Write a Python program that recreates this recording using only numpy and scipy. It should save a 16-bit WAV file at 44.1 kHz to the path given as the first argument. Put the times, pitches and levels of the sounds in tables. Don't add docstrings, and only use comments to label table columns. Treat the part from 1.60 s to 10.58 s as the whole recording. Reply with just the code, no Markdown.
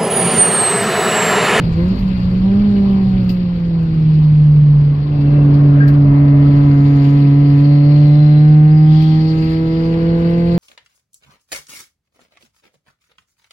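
import sys
import numpy as np
from scipy import signal
from scipy.fft import rfft, irfft, next_fast_len
from scipy.io import wavfile
from scipy.ndimage import uniform_filter1d

SR = 44100
rng = np.random.default_rng(int(sys.argv[2]) if len(sys.argv) > 2 else 0)


def pcm_store(signal):
    levels = np.round(np.clip(np.atleast_2d(signal), -1, 1) * 32767)
    wavfile.write(sys.argv[1], SR, levels.astype(np.int16).T)


N = 396018

# start_s, firings_per_s
SPEED = [(0.0, 170.0), (0.16, 163.8), (0.33, 190.6), (0.37, 194.5), (0.56, 184.3), (0.69, 180.9),
         (0.8, 186.2), (1.0, 203.8), (1.04, 205.1), (1.17, 199.0), (1.46, 190.8), (2.42, 157.1),
         (2.68, 151.2), (3.21, 145.3), (3.9, 144.0), (4.24, 142.3), (5.05, 142.2), (5.4, 141.0),
         (5.99, 142.8), (6.86, 150.9), (8.07, 162.4), (8.97, 172.0)]
# start_s, swing_firings_per_s, decay_s
SHUNTS = [(3.43, 2.6, .35), (4.3, 2.6, .2), (4.96, 1.1, 2.0)]
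SHUNT_HZ = 3.75
# start_s, throttle_0_to_1
THROTTLE = [(0.0, 0.08), (0.14, .1), (0.19, 0.98), (0.27, .9), (0.32, 0.5), (0.38, 0.08), (0.72, 0.04),
            (0.9, 0.3), (1.2, 0.08), (3.38, 0.02), (3.56, 0.6), (3.76, 0.87), (4.33, .9), (4.55, 1),
            (8.98, 0.95)]
# pitch_hz, level_db
PULLING = [(141, -8.5), (144, -8), (152, -6), (155, -6.5), (158, -11.5), (162, -17.5), (167, -14),
           (190, -12), (281, -15.5), (286, -15.5), (296, -20), (306, -22.5), (325, -19), (344, -22),
           (426, -36.5), (444, -41), (460, -35), (468, -53), (476, -33), (500, -25), (530, -31.5),
           (564, -37), (580, -30), (595, -35), (612, -45.5), (635, -47.5), (650, -40.5), (688, -35.5),
           (715, -42.5), (780, -34.5), (812, -45.5), (860, -36)]
# pitch_hz, level_db
COASTING = [(145, -7), (149, -7.5), (156, -10.5), (160, -16), (165, -14), (173, -19), (177, -16),
            (186, -15.5), (191, -12.5), (204, -11), (298, -37), (320, -31), (346, -40), (354, -36),
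            (370, -38), (382, -35.5), (398, -26.5), (432, -41), (447, -52), (500, -41), (600, -39.5),
            (700, -54), (750, -32), (810, -33)]
COAST_DROP_DB = [0.5, -1, -1, -12.5, -22.5]
FREE_COAST_DB = [0.5, -9, -3, -10.5, -1.5]
FREE_PULL_DB = [1, -2, -1.5, -14, -7]
CLUTCH_BITES_S, CLUTCH_SLIP_S = 0.87, 0.08
LAG_RAD = [1.5, 2.46, -0.52, 2.5, 1.6]
WAVER_DB = [0.35, 0.36, 0.74, 0.7, 0.35]
# centre_s, half_length_s, change_db
DIPS = [(0.0, 0.28, -4), (0.378, 0.041, -16.5), (0.544, 0.085, -4), (3.459, 0.2, -8.5), (5.414, 0.45, -1)]
# start_s, level_db
ELEVENTH = [(7.7, -55), (8.05, -42), (8.3, -34), (8.7, -32), (8.98, -31)]
HALVES_DB = [-37.5, -48, -48.5, -56, -54]
HALF_SHUT_DB, HALF_WAVER_DB = -12, 3
RASP_SHUT_DB, RASP_OPEN_DB, RASP_POWER = -54.5, -37, 6.5
RASP_DB_PER_HZ, RASP_FROM_HZ = 0.081, 146
UNEVEN_DB = [-1.5, 3.5, -5.4, -0.8]
# pitch_hz, width_hz, gain_db
CABIN = [(847, 73, -1), (1001, 65, -1), (1130, 260, -7.5), (1293, 66, -2), (1510, 35, -2.5), (1670, 85, -6),
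         (1823, 120, -7), (2060, 180, -5), (2160, 150, -7), (2570, 120, -19.5), (2740, 170, -20)]
# pitch_hz, gain_db
BETWEEN = [(30, -8.5), (80, -1.5), (125, 0), (190, -5.5), (250, 1), (330, -8), (410, -15), (465, -5),
           (520, -14), (600, -19.5), (800, -27), (1500, -32.5), (3200, -40.5)]
# pitch_hz, left_lead_rad, left_minus_right_db
STANDING = [(150, .1, 0), (300, .22, 0), (430, 1.2, -4), (475, 0, 1), (530, -.2, 1), (570, 2.6, -3),
            (595, .9, -2), (710, .7, -4), (790, .2, 2), (850, -1.8, 5), (1000, 1.4, -3), (1150, .6, 2),
            (1400, .5, 0), (2000, 0, 0)]
# start_s, peak_db, t60_s, treble_share_db
TICKS = [(0.3876, -47.5, 0.18, 0), (1.6412, -52, 0.11, 9.5), (1.6906, -38, 0.19, -1.5),
         (2.2287, -50, 0.058, 6.5), (2.3442, -53, 0.054, -3), (2.396, -57, 0.12, 6),
         (2.539, -54.5, 0.096, -6.5), (2.6375, -55, 0.12, 1), (3.6106, -57.5, 0.12, -5),
         (3.9379, -52, 0.12, -5.5), (4.2782, -38, 0.12, 5), (4.337, -51, 0.095, 1), (7.4204, -43, 0.12, -3),
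         (8.694, -48.5, 0.085, 3), (8.9484, -50, 0.08, 8.5)]
# pitch_hz, gain_db
TICK_LOW = [(1500, -27), (2600, -0.5), (3600, -7.5), (4700, 5.5), (5600, -16), (7000, -28)]
# pitch_hz, gain_db
TICK_HIGH = [(4000, -26.5), (6500, -7.5), (9000, -10), (11000, -11), (14000, 0), (15700, -9.5)]
# start_s, pitch_hz, level_db
SQUEAK = [(4.185, 1680, -57), (4.21, 1600, -22), (4.24, 1615, -28.5), (4.265, 1619, -36), (4.29, 1647, -34),
          (4.31, 1620, -58)]
# start_s, end_s, pitch_hz, width_hz, level_db
SWELLS = [(3.492, 3.905, 2696, 60, -50.5), (4.096, 4.423, 1474, 900, -39.5), (3.648, 5.304, 594, 48.4, -36),
          (4.677, 4.955, 1295, 61.4, -46), (4.9, 5.66, 6730, 200, -65.5), (5.901, 6.6, 4370, 500, -47.5),
          (6.301, 7.0, 4070, 250, -47.5), (7.261, 7.56, 4010, 1800, -46.5), (4.17, 4.261, 1393, 70, -45),
          (4.2, 4.33, 1830, 160, -43), (6.301, 6.909, 3550, 193.5, -58), (7.053, 7.496, 4870, 200, -51.5),
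          (7.199, 7.648, 3290, 600, -44.5), (7.266, 7.747, 4470, 890, -44), (7.655, 7.74, 4550, 607, -39),
          (7.71, 7.996, 4300, 200, -51.5), (7.756, 7.997, 4800, 250, -47.5),
          (8.016, 8.344, 4790, 500, -48.5), (7.999, 8.9, 2904, 255, -53.5)]
LOOSE = 1.6
# start_s, pitch_hz, level_db
HUM = [(1.25, 127.8, -27.5), (1.4, 122.9, -20), (1.7, 118.5, -20.5), (1.8, 118.7, -32),
       (2.05, 112.9, -25.5)]
# start_s, rumble_db, roar_db
ROAD = [(0.0, -19.5, -37), (0.44, -21, -38.5), (1.23, -24, -38), (1.75, -28.5, -40.5), (2.42, -26, -41.5),
        (3.3, -27.5, -39.5), (3.93, -26, -32), (4.2, -27, -34.5), (4.5, -24, -35.5), (4.75, -28.5, -36),
        (5.05, -25.5, -36), (5.4, -30.5, -38), (6.1, -32.5, -41), (6.5, -31, -44), (7.0, -31.5, -46.5),
        (7.47, -31, -45.5), (8.0, -29.5, -44.5), (8.51, -29, -37), (8.97, -27, -42)]
# start_s, level_db
TRIM = [(0.0, -46), (0.35, -45.5), (0.82, -48), (1.23, -46.5), (2.18, -51), (2.42, -49.5), (3.04, -52.5),
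        (3.6, -50), (4.1, -51), (4.72, -52.5), (4.89, -47.5), (5.15, -49), (5.45, -44.5), (5.76, -48.5),
        (5.98, -45.5), (6.21, -49), (6.43, -46.5), (7.06, -50), (7.47, -47), (7.65, -46), (7.91, -44),
        (8.04, -47.5), (8.23, -46), (8.51, -47.5), (8.74, -45.5), (8.97, -46.5)]
FIZZ_DB, FIZZ_PER_BUZZ = -68.5, 1.9
# pitch_hz, density_db_per_hz
RUMBLE = [(20, -20), (30, -14.5), (45, 5.5), (70, -1), (120, 3), (180, -3), (260, -11.5), (400, -57),
          (700, -51.5)]
# pitch_hz, density_db_per_hz
ROAR = [(120, -9), (200, 10.5), (330, 4.5), (400, 3.5), (600, -6), (900, -8.5), (1100, -6), (1400, -12),
        (2000, -19.5), (2800, -33)]
# pitch_hz, density_db_per_hz
BUZZ = [(700, -12.5), (1200, -3), (1600, -3), (2100, -1.5), (2850, -2), (3650, -6.5), (4500, 0), (4900, -6),
        (5500, -19), (6000, -27.5)]
# pitch_hz, density_db_per_hz
FIZZ = [(3410, -34.5), (5800, -7), (7100, -0.5), (8280, -14), (8770, -7.5), (9530, -13.5), (13000, -9.5),
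        (14000, -12.5), (15600, -30.5)]
# pitch_hz, likeness_0_to_1
SAME = [(60, .985), (130, .98), (290, .95), (640, .7), (1400, .55), (3000, .5), (7000, .42), (15000, .5)]
# pitch_hz, left_minus_right_db
LEFT_DB = [(60, -.3), (110, -.5), (200, -1.3), (380, -.5), (700, -1), (1290, 5), (2380, 10), (4400, 8.5),
           (8120, 5), (13000, 12)]
PORT_S = 0.00035
EDGE_HZ = 15750


def engine():
    throttle = np.clip(columns(THROTTLE, np.arange(N) / SR)[0], 0, 1)
    angle = 2 * np.pi * firing_turns()
    rasp, uneven = pulse_train(angle, throttle)
    out = heard(np.sqrt(2) * boom(angle, throttle), standing)
    out += heard(rasp, lambda hz: cabin(hz) * standing(hz))
    return out + heard(uneven, lambda hz: shape(BETWEEN, hz) * standing(hz))


def boom(angle, throttle):
    t = np.arange(N) / SR
    out = np.zeros(N)
    for k in range(1, 6):
        level_db = multiple_db(k, throttle)
        if k == 1:
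            level_db = level_db + sum(db * np.exp(-((t - s) / half_s) ** 2) for s, half_s, db in DIPS)
        level_db = level_db + WAVER_DB[k - 1] * wander(810)
        out += gain_of(level_db) * np.cos(k * angle - LAG_RAD[k - 1])
    out += gain_of(columns(ELEVENTH, t)[0]) * np.cos(11 * angle / 4)
    for k, open_db in enumerate(HALVES_DB):
        half_db = open_db + HALF_SHUT_DB * (1 - throttle) + HALF_WAVER_DB * wander(4500)
        out += gain_of(half_db) * np.cos((k + 1.5) * angle + 2 * np.pi * rng.random())
    return out


def pulse_train(angle, throttle):
    rasp_db = RASP_SHUT_DB + (RASP_OPEN_DB - RASP_SHUT_DB) * throttle ** RASP_POWER
    rasp_db += throttle * RASP_DB_PER_HZ * (firing_rate() - RASP_FROM_HZ)
    cycle = np.exp(1j * (angle + 0.015 * wander(1200)) / 4)
    turn, rasp, uneven = np.ones(N, complex), np.zeros(N), np.zeros(N)
    for k in range(1, 85):
        turn = turn * cycle
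        if k % 4:
            phase = np.exp(2j * np.pi * rng.random())
            uneven += gain_of(UNEVEN_DB[k % 4]) * (turn * phase).real
        elif k > 20:
            rasp += turn.real
    rasp *= gain_of(rasp_db + 0.42 * wander(1500))
    uneven_db = -40 + 0.23 * (rasp_db + 36.5)
    uneven *= gain_of(uneven_db + 1.0 * wander(1700))
    return rasp, uneven


def firing_rate():
    t = np.arange(N) / SR
    rate = columns(SPEED, t)[0]
    for start_s, swing, decay_s in SHUNTS:
        since_s = np.maximum(t - start_s, 0)
        rate = rate + swing * np.exp(-since_s / decay_s) * np.sin(2 * np.pi * SHUNT_HZ * since_s)
    return rate


def firing_turns():
    return np.cumsum(firing_rate()) / SR


def multiple_db(k, throttle):
    hz, t = k * firing_rate(), np.arange(N) / SR
    free = np.clip((CLUTCH_BITES_S - t) / CLUTCH_SLIP_S, 0, 1)
    pulling_db = read(PULLING, hz) + free * FREE_PULL_DB[k - 1]
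    coasting_db = read(COASTING, hz) + COAST_DROP_DB[k - 1] + free * FREE_COAST_DB[k - 1]
    return throttle * pulling_db + (1 - throttle) * coasting_db


def cabin(hz):
    total = 0
    for k, (mode_hz, width_hz, db) in enumerate(CABIN):
        total = total + (-1) ** k * gain_of(db) / (1 + 2j * (hz - mode_hz) / width_hz)
    return total


def standing(hz):
    f, lead_rad, left_db = np.transpose(STANDING)
    half = gain_of(np.interp(hz, f, left_db) / 2) * np.exp(0.5j * np.interp(hz, f, lead_rad))
    return np.array([half, 1 / half])


def ticks():
    t = np.arange(4410) / SR
    knock, fizz = np.zeros((2, 2, N + len(t)))
    for start_s, peak_db, t60_s, treble_db in TICKS:
        start = round(start_s * SR)
        at = slice(start, start + len(t))
        attack = np.minimum(t / 0.0028, 1)
        burst = gain_of(peak_db - 60 * t / max(t60_s, 0.01)) * attack * loose(len(t))
        knock[:, at] += gain_of(-treble_db - 130 * t) * burst
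        fizz[:, at] += burst
    low = gain_of(15) * heard(knock, lambda hz: shape(TICK_LOW, hz))
    return low + gain_of(1.5) * heard(fizz, lambda hz: shape(TICK_HIGH, hz))


def tone(rows, rough_rad):
    t = np.arange(N) / SR
    hz, db = columns(rows, t)
    inside = uniform_filter1d(1. * (t > rows[0][0]) * (t < rows[-1][0]), size=600)
    wave = np.sin(2 * np.pi * np.cumsum(hz) / SR + rough_rad * wander(160))
    return heard(np.sqrt(2) * gain_of(db) * inside * wave)


def swells():
    out = np.zeros((2, N))
    for start_s, end_s, hz, width_hz, db in SWELLS:
        t = np.arange(round((end_s - start_s) * SR)) / SR
        r = np.exp(-np.pi * width_hz / SR)
        slow = signal.lfilter([1], [1, -2 * r, r ** 2], loose(len(t)) + 1j * loose(len(t)))
        band = evened((slow * np.exp(2j * np.pi * hz * t)).real)
        band = band * signal.windows.tukey(len(t), 0.6)
        flutter = evened(uniform_filter1d(rng.standard_normal(len(t)), 1500))
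        out[:, round(start_s * SR):][:, :len(t)] += band * gain_of(db + 1.3 * flutter)
    return heard(out)


def road_and_trim():
    t = np.arange(N) / SR
    rumble_db, roar_db = columns(ROAD, t)
    buzz_db = columns(TRIM, t)[0]
    fizz_db = FIZZ_DB + FIZZ_PER_BUZZ * (buzz_db + 47.5)
    shake = 1 + 0.052 * np.cos(2 * np.pi * firing_turns())
    rumble = gain_of(rumble_db) * noise(RUMBLE, 25, 110, 0.22, 0.2, size=2048)
    roar = gain_of(roar_db) * noise(ROAR, 380, 1300, 1.9, 0.3, size=1024)
    buzz = gain_of(buzz_db) * shake * noise(BUZZ, 2600, 8400, 1.5, 0.9, size=512)
    fizz = gain_of(fizz_db) * noise(FIZZ, 6000, 15000, 3, 1.8, size=512)
    return rumble + roar + buzz + fizz


def noise(points, lo_hz, hi_hz, patchy_db, flicker_db, size):
    frames, hz = 4 * N // size + 5, np.fft.rfftfreq(size, 1 / SR)
    a, b, c, d, patches = rng.standard_normal((frames, len(hz), 5)).T
    patches = evened(uniform_filter1d(uniform_filter1d(patches, 10, 0), 12, 1))
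    flicker = evened(uniform_filter1d(rng.standard_normal(frames), size=3))
    same = np.clip(read(SAME, hz), 0, 1)[:, None]
    first = a + 1j * b
    second = same * first + np.sqrt(1 - same ** 2) * (c + 1j * d)
    z = np.array([first, second]) * ports(hz)[:, :, None]
    z *= shape(points, hz)[:, None] * gain_of(patchy_db * patches + flicker_db * flicker)
    band = (hz > lo_hz) & (hz < hi_hz)
    power = abs(z.mean(0)) ** 2
    share = np.sum(power[band]) / np.sum(power)
    x = signal.istft(z, nperseg=size, noverlap=3 * size // 4)[1][:, :N]
    return x / np.sqrt(np.mean(x.mean(0) ** 2) * share)


def loose(count):
    shared, left, right = rng.standard_normal((count, 3)).T
    return (shared + LOOSE * np.array([left, right])) / np.sqrt(1 + LOOSE ** 2)


def ports(hz):
    delay_s = PORT_S * np.clip((hz - 400) / 900, 0, 1)
    tilt = gain_of(read(LEFT_DB, hz) / 2)
    return np.array([tilt * np.exp(-2j * np.pi * hz * delay_s), 1 / tilt])


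def heard(x, colour=lambda hz: 1):
    size = next_fast_len(N + 8192)
    hz = np.fft.rfftfreq(size, 1 / SR)
    return irfft(rfft(x, size) * colour(hz) * ports(hz), size)[:, :N]


def gain_of(db):
    return 10 ** (np.asarray(db) / 20)


def evened(x):
    return x / np.sqrt(np.mean(abs(x) ** 2) + 1e-20)


def wander(smooth):
    once = uniform_filter1d(rng.standard_normal(N), int(smooth))
    return evened(uniform_filter1d(once, int(smooth)))


def read(points, hz):
    f, value = np.transpose(points)
    return np.interp(np.log(hz + 1), np.log(f + 1), value)


def columns(rows, t):
    s, *values = np.transpose(rows)
    return [np.interp(t, s, v) for v in values]


def shape(points, hz):
    return gain_of(read(points, hz)) * (hz >= points[0][0]) * (hz <= points[-1][0])


def scene():
    return engine() + ticks() + tone(SQUEAK, 0.38) + swells() + tone(HUM, 0.52) + road_and_trim()


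def record(dry):
    band_limit = signal.firwin(511, EDGE_HZ, window=("kaiser", 9), fs=SR)
    return signal.oaconvolve(np.clip(dry, -1, 1), band_limit[None], "same")


dry = scene()
out = record(dry)
pcm_store(out)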